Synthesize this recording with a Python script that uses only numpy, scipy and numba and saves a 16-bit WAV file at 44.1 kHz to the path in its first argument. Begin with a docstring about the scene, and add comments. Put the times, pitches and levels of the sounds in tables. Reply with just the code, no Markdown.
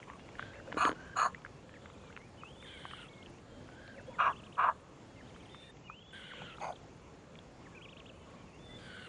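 """Drips and dabbling beaks come first, close to a small microphone at the water line of a park lake.
Birds scream roughly further off (fluttering tones and noise); knocks ring the microphone's housing.
Goslings peep and whistle (near sines with moving pitch), and their parent gives short hoarse hisses,
mostly in pairs (chopped breath noise through throat resonances). Far traffic rumbles below, in noise bands;
a faint noise flickers at 8 to 10 kHz, over a thin steady whine."""
import sys
import numpy as np
from scipy import signal
from scipy.io import wavfile
from numba import njit

SR = 44100
rng = np.random.default_rng(int(sys.argv[2]) if len(sys.argv) > 2 else 0)


def dump_mix(stems):
    """Bounce the given channels to the path in sys.argv[1] as a 16-bit WAV at rate SR."""
    frames = np.atleast_2d(stems).T  # one column per channel
    limited = np.clip(frames, -1, 1)  # hard clip at full scale
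    pcm = np.round(limited * 32767).astype(np.int16)
    wavfile.write(sys.argv[1], SR, pcm)


def field_ratio(decibels):
    """Amplitude ratio for a level in dB (20 dB per decade); scalars and array-likes work."""
    return 10 ** (np.asarray(decibels, dtype=float) / 20)


N = 400428


def rms_one(x):
    """Scale to rms 1."""
    return x / np.sqrt(np.mean(x ** 2) + 1e-20)


def band(x, low_hz, high_hz, order=2):
    """Butterworth band-pass."""
    return signal.sosfilt(signal.butter(order, [low_hz, high_hz], "band", fs=SR, output="sos"), x)


def drift(rate_hz, size):
    """Random wandering slower than about rate_hz, rms 1: noise through two equal one-pole low-passes."""
    r = np.exp(-2 * np.pi * rate_hz / SR)
    settling = 4000
    noise = rng.standard_normal(size + settling)
    return rms_one(signal.lfilter([1], [1, -2 * r, r * r], noise)[settling:])


def per_sample(rows):
    """First sample of a call, and its columns after the time drawn out sample by sample."""
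    s, *columns = np.transpose(rows)
    start = round(s[0] * SR)
    t = np.arange(start, min(round(s[-1] * SR), N)) / SR
    return start, [np.interp(t, s, column) for column in columns]


def add(out, at, sound, fade_s):
    """Mix a sound in from sample at, with straight fades at both ends."""
    k = np.arange(len(sound))
    fade = np.clip(np.minimum(k, k[::-1]) / (fade_s * SR), 0, 1)
    out[at:at + len(sound)] += (sound * fade)[:N - at]


@njit
def resonate(x, hz, r, sr):
    """Two-pole resonance whose centre moves, gain 1 on top."""
    y = np.zeros(len(x))
    for i in range(2, len(x)):
        drive = (1 - r * r) / 2 * (x[i] - x[i - 2])
        y[i] = drive + 2 * r * np.cos(2 * np.pi * hz[i] / sr) * y[i - 1] - r * r * y[i - 2]
    return y


def peak(x, hz, width_hz):
    """The resonance applied twice, so that the valleys stay dark; width_hz is that of one pass."""
    hz = hz * np.ones(len(x))
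    r = np.exp(-np.pi * width_hz / SR)
    return resonate(resonate(x, hz, r, SR), hz, r, SR)


# tone colour of the park: (frequency [Hz], relative density [dB per Hz])
PARK_COLOUR = [(15, -33), (25, -1), (144, 2.5), (423, -4.5), (501, -3), (636, -8), (1100, -12), (1830, -19),
               (2750, -19.5), (4130, -26.5), (6830, -27.5), (7700, -26.5), (10000, -62.5), (16900, -120)]
# the park's level between 60 and 600 Hz: (time [s], level [dB])
PARK_LEVEL = [(0.0, -55), (0.86, -51), (1.34, -55.5), (2.63, -55), (2.93, -55.5), (3.82, -55),
              (4.05, -54.5), (4.86, -56), (5.41, -56), (6.02, -59), (6.32, -55), (8.67, -55.5),
              (9.08, -53.5)]


def park():
    """Far rumble in third-octave noise bands, each wandering a little in level."""
    t = np.arange(N) / SR
    edges_hz = 22 * 2 ** (np.arange(27) / 3)
    white = rng.standard_normal((2, N))
    patches = [drift(3.2, N) for _ in range(4)]
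    hz, db = np.transpose(PARK_COLOUR)
    rumble = 0
    for k, (low_hz, high_hz) in enumerate(zip(edges_hz, edges_hz[1:])):
        # the last two rows of the colour play no part
        level_db = np.interp(np.log(low_hz * high_hz) / 2, np.log(hz[:-2]), db[:-2])
        rumble = rumble + field_ratio(level_db + 1.69 * patches[k % 4]) * band(white[k % 2], low_hz, high_hz)
    steep_top = signal.cheby2(12, 30, 8050, fs=SR, output="sos")   # the bands end steeply at 8 kHz
    rumble = signal.sosfilt(steep_top, band(rumble, 43, 12000))
    rumble = rumble / np.std(band(rumble, 60, 600))
    return field_ratio(np.interp(t, *np.transpose(PARK_LEVEL))) * rumble


# level of the faint noise at 8 to 10 kHz, before its flicker: (time [s], level [dB])
TOP_NOISE_LEVEL = [(0, -81), (1.5, -85), (2.4, -83), (2.7, -73.5), (3.05, -71.5), (3.1, -82.5), (4.0, -84),
                   (4.5, -78), (5.0, -86.5), (5.55, -78), (6.13, -72), (6.4, -82.5), (6.7, -75),
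                   (6.8, -86.5), (8.6, -83.5), (8.8, -76), (9.08, -72.5)]
# where this noise is left out: (start [s], end [s])
TOP_NOISE_GAP = (5.71, 6.125)


def top_noise():
    """A band of noise at 8 to 10 kHz whose level flickers at random; it is left out for a moment."""
    t = np.arange(N) / SR
    flicker = field_ratio(2.2 * drift(40, N))
    noise = rms_one(band(rng.standard_normal(N), 7750, 10250, order=8)) * flicker
    present = (t < TOP_NOISE_GAP[0]) | (t > TOP_NOISE_GAP[1])
    return field_ratio(np.interp(t, *np.transpose(TOP_NOISE_LEVEL))) * noise * present


def whine():
    """A thin steady tone of the electronics, its phase wandering slightly."""
    t = np.arange(N) / SR
    return field_ratio(-83.5) * np.sin(2 * np.pi * 6640 * t + 1.3 * drift(10, N))


# echoes off the banks: (delay [s], level [dB])
BANK_ECHOES = [(.04, -34), (.17, -37), (.24, -41.5), (0.361, -50.5)]


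def shore(x):
    """A few dull echoes off the banks, each smeared by the trees."""
    size = round(.05 * SR)
    smear = rng.standard_normal(size) * np.hanning(size)
    dull = signal.fftconvolve(band(x, 400, 2500), smear / np.linalg.norm(smear))[:N]
    out = np.zeros(N)
    for delay_s, db in BANK_ECHOES:
        delay = round(delay_s * SR)
        out[delay:] += field_ratio(db) * dull[:N - delay]
    return out


# soft low grunts: (time [s], length [s], pitch [Hz], level [dB])
GRUNT_CALLS = [(0.551, 0.083, 560, -57), (0.664, 0.043, 560, -48), (3.786, 0.026, 555, -57.5),
               (3.951, 0.069, 550, -54.5), (4.071, 0.034, 506, -47.5), (4.086, 0.15, 960, -59),
               (7.606, 0.42, 1105, -67.5), (8.25, 0.23, 1107, -65.5)]


def grunts():
    """Soft grunts: breath noise through one narrow resonance."""
    out = np.zeros(N)
    for s, length_s, hz, level_db in GRUNT_CALLS:
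        breath = rng.standard_normal(round(length_s * SR))
        add(out, round(s * SR), field_ratio(level_db) * rms_one(peak(breath, hz, 82)), .004)
    return out


# rough screams further off, one curve each: (time [s], pitch [Hz], level of the lowest tone [dB])
SCREAM_CURVES = [
    [(.07, 990, -51), (.1, 1114, -53.5), (.17, 1168, -58)],
    [(.38, 1450, -53), (.45, 1560, -56.5), (.6, 1690, -62)],
    [(.95, 1450, -56), (1.05, 1572, -55.5), (1.15, 1580, -53)],
    [(2.655, 1602, -64), (2.78, 1560, -62), (2.9, 1536, -57), (3.05, 1347, -58), (3.08, 1260, -65)],
    [(3.69, 1500, -68), (3.84, 1582, -57), (3.96, 1570, -59.5)],
    [(5.45, 1400, -82), (5.6, 1860, -72), (5.71, 1805, -61)],
    [(6.125, 1594, -51), (6.22, 1500, -58), (6.3, 1500, -59.5), (6.41, 1494, -56), (6.5, 1374, -56.5),
     (6.57, 1306, -60)],
    [(8.78, 1610, -72.5), (8.84, 1548, -58.5), (8.94, 1493, -53), (9.0, 1500, -54), (9.16, 1244, -55)],
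]
# for each scream: (second harmonic [dB], third harmonic [dB], rasp [dB], swell of these, start to end [dB])
SCREAM_COLOURS = [(-77, -84, -67, -12), (-76, -91, -64.5, -18), (-77, -92, -85, 7), (-59.5, -79, -58, 2),
                  (-81, -83, -72.5, 5), (-73, -82, -69, 5), (-59, -79, -58, -3), (-66, -70, -59, 5)]


def screams():
    """Fluttering harmonics, half tone and half noise, smeared more higher up; breath rasps in the beak."""
    rasp_hz, rasp_width_hz = 2150, 950   # the beak's broad resonance; a second rides on the second harmonic
    release_s = .025   # harmonics above the lowest, and the rasp, die away first
    out = np.zeros(N)
    for rows, (second_db, third_db, rasp_db, swell_db) in zip(SCREAM_CURVES, SCREAM_COLOURS):
        at, (hz, level_db) = per_sample(rows)
        size = len(hz)
        before_end_s = (at + np.arange(size)) / SR - rows[-1][0]
        upper_db = swell_db * np.linspace(-.5, .5, size) - 14 * np.exp(before_end_s / release_s)
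        hz = hz * (1 + .018 * drift(50, size))
        phase = 2 * np.pi * np.cumsum(hz * (1 + 0.0304 * drift(285, size))) / SR
        breath = rng.standard_normal(size) * field_ratio(1.0 * drift(50, size))
        rasp = peak(breath, 2 * hz, rasp_width_hz) + peak(breath, rasp_hz, rasp_width_hz)
        voice = field_ratio(rasp_db + upper_db) * rms_one(band(rasp, 1400, 4160, order=3))
        for k, db in enumerate([level_db, second_db + upper_db, third_db + upper_db], 1):
            tone = field_ratio(2.6 * drift(60, size)) * np.sin(k * phase)
            noise = rms_one(peak(breath, k * hz, 260 * k))
            voice = voice + field_ratio(db) * (tone + .62 * noise)
        add(out, at, voice, .008)
    return out


# knocks on the housing, before the band-pass: (time [s], level [dB], gain of modes above 1 kHz [dB])
BUMP_HITS = [(0.744, -31.5, -4), (0.77, -24, -14), (0.852, -21.5, 11), (0.87, -30, -3), (0.893, -24, 4),
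             (0.916, -30, 4.5), (0.928, -32, -2)]
# the housing's modes: (frequency [Hz], level [dB], time to fall 60 dB [s])
HOUSING_MODES = [(308, -7.5, 0.052), (446, 0.5, 0.015), (1500, -1.5, 0.0065), (3000, -15, 0.013),
                 (5460, -24, 0.0023)]


def bumps():
    """Something bumps the housing and sets its modes ringing; each knock has its own amount of crack."""
    out = np.zeros(N)
    t = np.arange(round(.08 * SR)) / SR
    for s, level_db, crack_db in BUMP_HITS:
        ring = sum(field_ratio(db + crack_db * (hz > 1000) - 60 * t / t60_s) * np.sin(2 * np.pi * hz * t)
                   for hz, db, t60_s in HOUSING_MODES)
        add(out, round(s * SR), -field_ratio(level_db) * ring, .0002)
    return band(out, 230, 8000, order=3)


# drips and dabbles near the microphone, before the band-pass:
# (time [s], bubble level [dB], bubble pitch at its start [Hz], tick strength [dB])
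DRIP_HITS = [(.0285, -36.5, 2020, -7), (.099, -36.5, 880, 1.5), (.1344, -44, 1070, 2.5),
             (.1938, -40.5, 1410, 1.5), (.2885, -41.5, 829, 3.5), (.353, -35.5, 1640, -8),
             (.394, -29, 1100, 1), (.4257, -30.5, 1500, -7), (.534, -33.5, 1710, -7.5),
             (.5554, -41, 1670, -3), (.6, -38.5, 1420, -9), (.6759, -40.5, 1380, -12),
             (.719, -36, 1660, -7), (.7252, -30, 1000, 3.5), (1.3465, -28.5, 1850, -13),
             (1.4485, -30.5, 1500, -10), (1.462, -32.5, 1320, -4), (1.6924, -39, 1640, -4),
             (1.7398, -40, 1700, -10), (1.8578, -40.5, 840, 3), (1.8994, -43, 1140, 1),
             (2.038, -45, 1040, -6), (2.126, -40, 1930, -4), (2.164, -31.5, 1730, -5),
             (2.1744, -37.5, 1350, 2), (2.2144, -43, 1070, 2), (2.4342, -31, 1200, -7.5),
             (2.6254, -43, 1790, 0), (2.8524, -31.5, 1030, 0.5), (2.9108, -36.5, 1530, 1),
             (2.9344, -31.5, 1180, -3), (3.2603, -36.5, 3040, -11), (3.6885, -41, 1410, -5),
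             (3.877, -48, 1540, 5.5), (5.362, -42, 1200, -1), (5.5455, -37, 1200, 1.5),
             (5.8985, -32.5, 1160, -18), (6.335, -38, 1033, -11), (6.4183, -34.5, 756, 0.5),
             (6.583, -38, 1230, -5), (7.3544, -41, 2260, -8), (7.388, -45, 1210, 6.5),
             (8.0017, -46, 2720, -6), (8.923, -45, 1540, -7)]


def water():
    """A drip is a noise tick and a bubble ringing upward; fainter ones come at random, thickest early on."""
    out = np.zeros(N)
    t = np.arange(round(.04 * SR)) / SR
    faint = [(s ** 2.5 * N / SR, -58 + 9 * a, 700 * 4.5 ** b, -3) for s, a, b in rng.random((150, 3))]
    for s, level_db, hz, tick_db in list(DRIP_HITS) + faint:
        # cycles to fall 60 dB: the sharper the tick, the shorter the ring
        ring_cycles = max(12.1 - 0.85 * tick_db, 3)
        bubble = np.sin(2 * np.pi * hz * t * (1 + 12 * t)) * field_ratio(-60 * t * hz / ring_cycles)
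        burst = rng.standard_normal(len(t)) * field_ratio(-60 * t / 0.013)
        tick_top_hz = min(1.67 * hz, 3700) + 300 * max(tick_db, 0)
        tick = band(burst, 0.7 * hz, tick_top_hz, order=3)
        add(out, round(s * SR), field_ratio(level_db) * (bubble + field_ratio(tick_db + 6) * tick), .0008)
    return band(out, 300, 4300, order=4)   # water gives little above 4 kHz


def whistle(hz, waver_db):
    """A near sine with a slight waver of pitch and level, rms near 1."""
    phase = 2 * np.pi * np.cumsum(hz * (1 + .009 * drift(70, len(hz)))) / SR
    return np.sqrt(2) * field_ratio(waver_db * drift(34, len(hz))) * np.sin(phase)


# farther goslings peep at random: (start [s], end [s], level before the thinning [dB])
CHATTER_SPELLS = [(0.145, .75, -77), (5.3, 5.7, -75), (6.201, 6.561, -66.5), (8.117, 8.55, -75.5)]
# range of the random foot of a farther peep: (lowest [Hz], highest [Hz])
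CHATTER_FEET = (1900, 3000)
# range of its random rise: (smallest [Hz], largest [Hz])
CHATTER_RISES = (50, 500)


def chatter():
    """Rows for random peeps of the farther goslings, 40 a second within each spell."""
    rows = []
    for s, end_s, level_db in CHATTER_SPELLS:
        for a, b, c, d in rng.random((round(40 * (end_s - s)), 4)):
            at_s = s + a * (end_s - s - .05)
            length_s = 0.0346 + 0.0304 * d
            foot_hz = np.interp(b, [0, 1], CHATTER_FEET)
            top_hz = foot_hz + np.interp(c, [0, 1], CHATTER_RISES)
            rows.append((at_s, length_s, foot_hz, top_hz, level_db))
    return rows


# arched peeps: (time [s], length [s], foot [Hz], top [Hz], level at the top before the thinning [dB])
PEEP_CALLS = [ (1.807, .065, 3260, 4030, -70), (1.896, .048, 3210, 4150, -67),
              (1.975, .048, 3330, 4430, -66), (2.039, 0.043, 3480, 4700, -63),
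              (2.501, 0.068, 2870, 3350, -68), (2.596, 0.055, 3030, 3900, -64),
              (2.654, 0.048, 3300, 3880, -62), (2.763, 0.055, 3300, 4000, -67),
              (2.939, 0.057, 3000, 3600, -61), (2.985, 0.04, 3080, 3900, -60),
              (3.08, 0.064, 3110, 4640, -62.5), (3.145, .045, 3250, 4700, -63),
              (3.222, 0.051, 2540, 5000, -59.5), (4.285, 0.057, 2500, 3470, -62),
              (4.353, 0.058, 2480, 3500, -62.5), (4.431, 0.046, 2350, 3750, -61),
              (4.52, 0.045, 2400, 3980, -61.5), (5.215, .054, 2860, 3170, -73),
              (5.267, 0.035, 3000, 3900, -65.5), (5.341, 0.076, 2950, 4080, -67.5),
              (5.414, 0.052, 3000, 4200, -67), (5.49, .064, 3000, 4370, -63.5),
              (5.923, .051, 2620, 3000, -74), (5.985, 0.048, 2610, 3450, -67),
              (6.054, 0.068, 2800, 3750, -68), (6.135, 0.036, 3300, 3900, -61),
              (6.23, 0.051, 3300, 3880, -61), (6.355, .048, 2770, 3420, -65), (6.422, .04, 2900, 3450, -59),
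              (6.459, 0.055, 2940, 4150, -61), (6.566, 0.044, 3100, 4660, -59.5),
              (6.633, 0.059, 3320, 4800, -63), (6.721, 0.046, 3000, 5060, -55.5),
              (7.746, 0.043, 2300, 2600, -58.5), (7.808, .058, 2210, 3350, -58),
              (7.842, 0.055, 3250, 3700, -72), (7.883, 0.057, 2360, 3820, -59.5),
              (7.963, 0.048, 2350, 3830, -60), (8.054, 0.053, 2430, 3830, -60.5)]
# peeps thin out above these pitches: (pitch [Hz], loss [dB per kHz])
PEEP_THINNING = [(3100, 12.0), (4100, 35.0)]


def peeps():
    """Short whistles whose pitch rises and falls in an arch, fainter at the top and at high pitch."""
    top_dip_db = 5.0
    out = np.zeros(N)
    for s, length_s, foot_hz, top_hz, level_db in list(PEEP_CALLS) + chatter():
        arch = np.abs(np.sin(np.linspace(0, np.pi, round(length_s * SR))))
        hz = foot_hz + (top_hz - foot_hz) * arch ** 1.7
        thinning_db = sum(loss * np.maximum(hz - above_hz, 0) / 1000 for above_hz, loss in PEEP_THINNING)
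        fainter_db = thinning_db + top_dip_db * arch ** 4
        add(out, round(s * SR), field_ratio(level_db + top_dip_db - fainter_db) * whistle(hz, waver_db=1.2), .006)
    return out


# straight glides: (time [s], length [s], start [Hz], end [Hz], level at mid pitch [dB])
GLIDE_CALLS = [(.19, 0.13, 3360, 3320, -76), (.44, 0.06, 3170, 3200, -79), (0.527, .03, 1494, 2540, -55),
               (0.543, .2, 2620, 3030, -72), (0.575, 0.038, 2210, 1680, -59),
               (0.942, 0.24, 2880, 3110, -72), (1.352, .04, 2160, 2510, -70), (1.55, 0.1, 2590, 2870, -77),
               (1.707, 0.068, 1780, 1640, -64), (1.941, .02, 2600, 2320, -62),
               (1.975, .13, 2600, 2320, -73), (2.098, 0.024, 1120, 2410, -56.5),
               (2.198, .08, 1990, 2560, -65), (2.621, .04, 2500, 1610, -61), (2.682, 0.11, 2550, 2080, -63),
               (3.09, .15, 2240, 2130, -63.5), (3.977, .07, 2600, 2740, -70), (4.06, .12, 3240, 3510, -72),
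               (4.12, 0.047, 2700, 1670, -65), (5.153, .05, 2090, 2090, -68),
               (5.507, 0.21, 3550, 3630, -63.5), (6.296, 0.032, 2265, 1210, -56),
               (7.722, 0.095, 1710, 1390, -66), (8.454, 0.036, 2880, 2580, -67),
               (8.687, 0.082, 1990, 2050, -66)]
# whistles that hold, then drop ever faster: (time [s], held [s], held [Hz], last [Hz], level while held [dB])
DROP_CALLS = [(1.661, 0.028, 3420, 1590, -80), (3.498, .42, 3180, 1260, -75), (5.03, .1, 3330, 1530, -78.5),
              (7.52, .07, 3560, 1440, -85)]
# the climbing whistle: (time from its start [s], pitch [Hz], level [dB])
CLIMB_SHAPE = [(0, 1806, -14), (.013, 2910, -6.5), (.044, 2850, 0), (.053, 2400, 0), (.102, 2540, -1.5),
               (.129, 3000, -3), (.21, 3350, -9.5), (.284, 3470, -0.5), (.32, 3430, -5)]
# where it is sung: (time [s], factor on its pitch, gain on its level [dB])
CLIMB_CALLS = [(2.365, 1.04, -59), (5.83, 1.0, -57.5)]
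# the stepped whistle: (time [s], pitch [Hz], level [dB])
STEPPED_CALL = [(8.53, 2630, -59), (8.576, 2910, -71), (8.596, 3520, -69), (8.724, 3530, -60),
                (8.78, 3480, -57)]


def whistles():
    """Longer gosling whistles glide, drop, climb or step; glides and drops grow louder as they go down."""
    drop_s, drop_bend, low_gain_db_per_khz = .09, 1.6, 13.5
    out = np.zeros(N)

    def sing(at, hz, level_db):
        add(out, at, field_ratio(level_db) * whistle(hz, waver_db=2.5), .008)

    for s, length_s, start_hz, end_hz, level_db in GLIDE_CALLS:
        hz = np.linspace(start_hz, end_hz, round(length_s * SR))
        sing(round(s * SR), hz, level_db - low_gain_db_per_khz * (hz - hz.mean()) / 1000)
    for s, held_s, held_hz, last_hz, level_db in DROP_CALLS:
        t = np.arange(round((held_s + drop_s) * SR)) / SR
        hz = held_hz + (last_hz - held_hz) * np.clip((t - held_s) / drop_s, 0, 1) ** drop_bend
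        sing(round(s * SR), hz, level_db - low_gain_db_per_khz * (hz - held_hz) / 1000)
    at, (hz, shape_db) = per_sample(CLIMB_SHAPE)
    for s, factor, level_db in CLIMB_CALLS:
        sing(round(s * SR) + at, factor * hz, level_db + shape_db)
    at, (hz, level_db) = per_sample(STEPPED_CALL)
    sing(at, hz, level_db)
    return out


def throat(breath, modes, shift, high_shift, top_db):
    """Parallel throat resonances of alternating sign, rms 1; high_shift moves those from 5 kHz up."""
    total = 0
    for k, (hz, width_hz, db) in enumerate(modes):
        centre_hz = hz * (shift if hz < 5000 else high_shift)
        gain = field_ratio(db + top_db * (hz > 8000)) * (-1) ** k
        total = total + gain * rms_one(peak(breath, centre_hz, width_hz))
    return rms_one(total)


# hoarse calls at the microphone:
# (start of the hold [s], held [s], level of the low part [dB], swell over the hold [dB], first resonance [Hz])
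HISS_CALLS = [(.78, 0.1, -32, 4.5, 1184), (1.174, 0.088, -28, -1.5, 1170), (4.198, 0.093, -28.5, 0, 1200),
              (4.59, 0.096, -27.5, 0, 1140), (6.616, 0.093, -38.5, -4, 806)]
# for each call: (factor on the low and middle resonances, on the upper ones below 5 kHz, on those from 5 kHz,
# middle part at its strongest [dB], upper part at the start [dB], gain of resonances over 8 kHz [dB])
THROAT_POSTURES = [(1.01, 0.994, 0.99, -12.5, -17.5, 5.5), (1.02, 0.995, 1.0, -19, -17, 2),
                   (0.986, 1.4, 0.85, -12, -40.5, -15), (.99, 1.7, 0.88, -18, -52, -13),
                   (0.873, 1.075, 0.95, -12, -20, -4)]
# resonances of the low, middle and upper part, before the factors:
# (frequency [Hz], width of one pass [Hz], level [dB])
LOW_MODES = [(756, 197, -9), (1680, 110, -14.5)]
MIDDLE_MODES = [(2407, 320, 13), (2870, 200, 7), (3300, 140, -3.5), (3750, 990, -6)]
UPPER_MODES = [(3910, 150, -3.5), (4286, 320, 7), (6800, 250, 8.5), (7280, 110, 0), (8420, 1300, -9),
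               (9900, 330, -1)]


def hisses():
    """The adult's breath noise, chopped by loosely flapping membranes, through the throat."""
    attack_s, release_s, range_db = .022, 0.05, 31   # rise and fall span this range
    sag, spread, upper_fade_db = .12, 0.023, 3.5   # changes of the throat reached by the end of the hold
    middle_best, middle_fade_db = 0.33, 23   # share of the hold where strongest; fade by squared distance
    out = np.zeros(N)
    for call, posture in zip(HISS_CALLS, THROAT_POSTURES):
        s, held_s, start_db, swell_db, first_hz = call
        shift, upper_shift, high_shift, middle_db, upper_db, top_db = posture
        t = np.arange(-round(attack_s * SR), round((held_s + release_s) * SR)) / SR
        u = np.clip(t / held_s, 0, 1)   # share of the hold gone by
        rise = np.clip(-t / attack_s, 0, 1) ** 1.34
        fall = np.clip((t - held_s) / release_s, 0, 1) ** 1.33
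        level_db = start_db + swell_db * u - range_db * (rise + fall)
        breath = rng.standard_normal(len(t)) * field_ratio(2.0 * drift(87, len(t)))

        # the first resonance sags; the upper ones below 5 kHz climb while those above sink
        closing = high_shift * (1 - spread * u)
        opening = upper_shift * (1 + spread * u)
        first = rms_one(peak(breath, first_hz * (1 - sag * u ** 2), 385))
        low = first + field_ratio(-12.0) * throat(breath, LOW_MODES, shift, closing, top_db)
        low = rms_one(band(low, 383, 1850 * shift, order=4))
        middle = throat(breath, MIDDLE_MODES, shift, closing, top_db)
        middle = rms_one(band(middle, 2200 * shift, 4300 * shift, order=4))
        upper = throat(breath, UPPER_MODES, opening, closing, top_db)
        upper = rms_one(band(upper, 2800, 9400, order=4))
        middle_gain = field_ratio(middle_db - middle_fade_db * (t / held_s - middle_best) ** 2)
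        upper_gain = field_ratio(upper_db - upper_fade_db * u)
        voice = low + middle_gain * middle + upper_gain * upper
        add(out, round((s + t[0]) * SR), field_ratio(level_db) * voice, .003)
    return out


def scene():
    """Birds with their echoes, water, bumps, the whine, the flickering top noise and the park behind."""
    birds = hisses() + peeps() + whistles() + screams() + grunts()
    return (birds + shore(birds) + water() + bumps() + whine() + top_noise() + park())[None]


def top_cut(x):
    """Nothing passes above the cut-off."""
    return signal.sosfilt(signal.butter(12, 10790, fs=SR, output="sos"), x)


def record(dry):
    """The small microphone's signal: the top is cut steeply at 10.6 kHz and a trace of noise is added."""
    steep_cut = signal.cheby2(14, 45, 10600, fs=SR, output="sos")
    cut = signal.sosfilt(steep_cut, dry)
    noise = field_ratio(-91.0) * rng.standard_normal(dry.shape)
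    return top_cut(cut + noise)


dry = scene()
out = record(dry)
dump_mix(out)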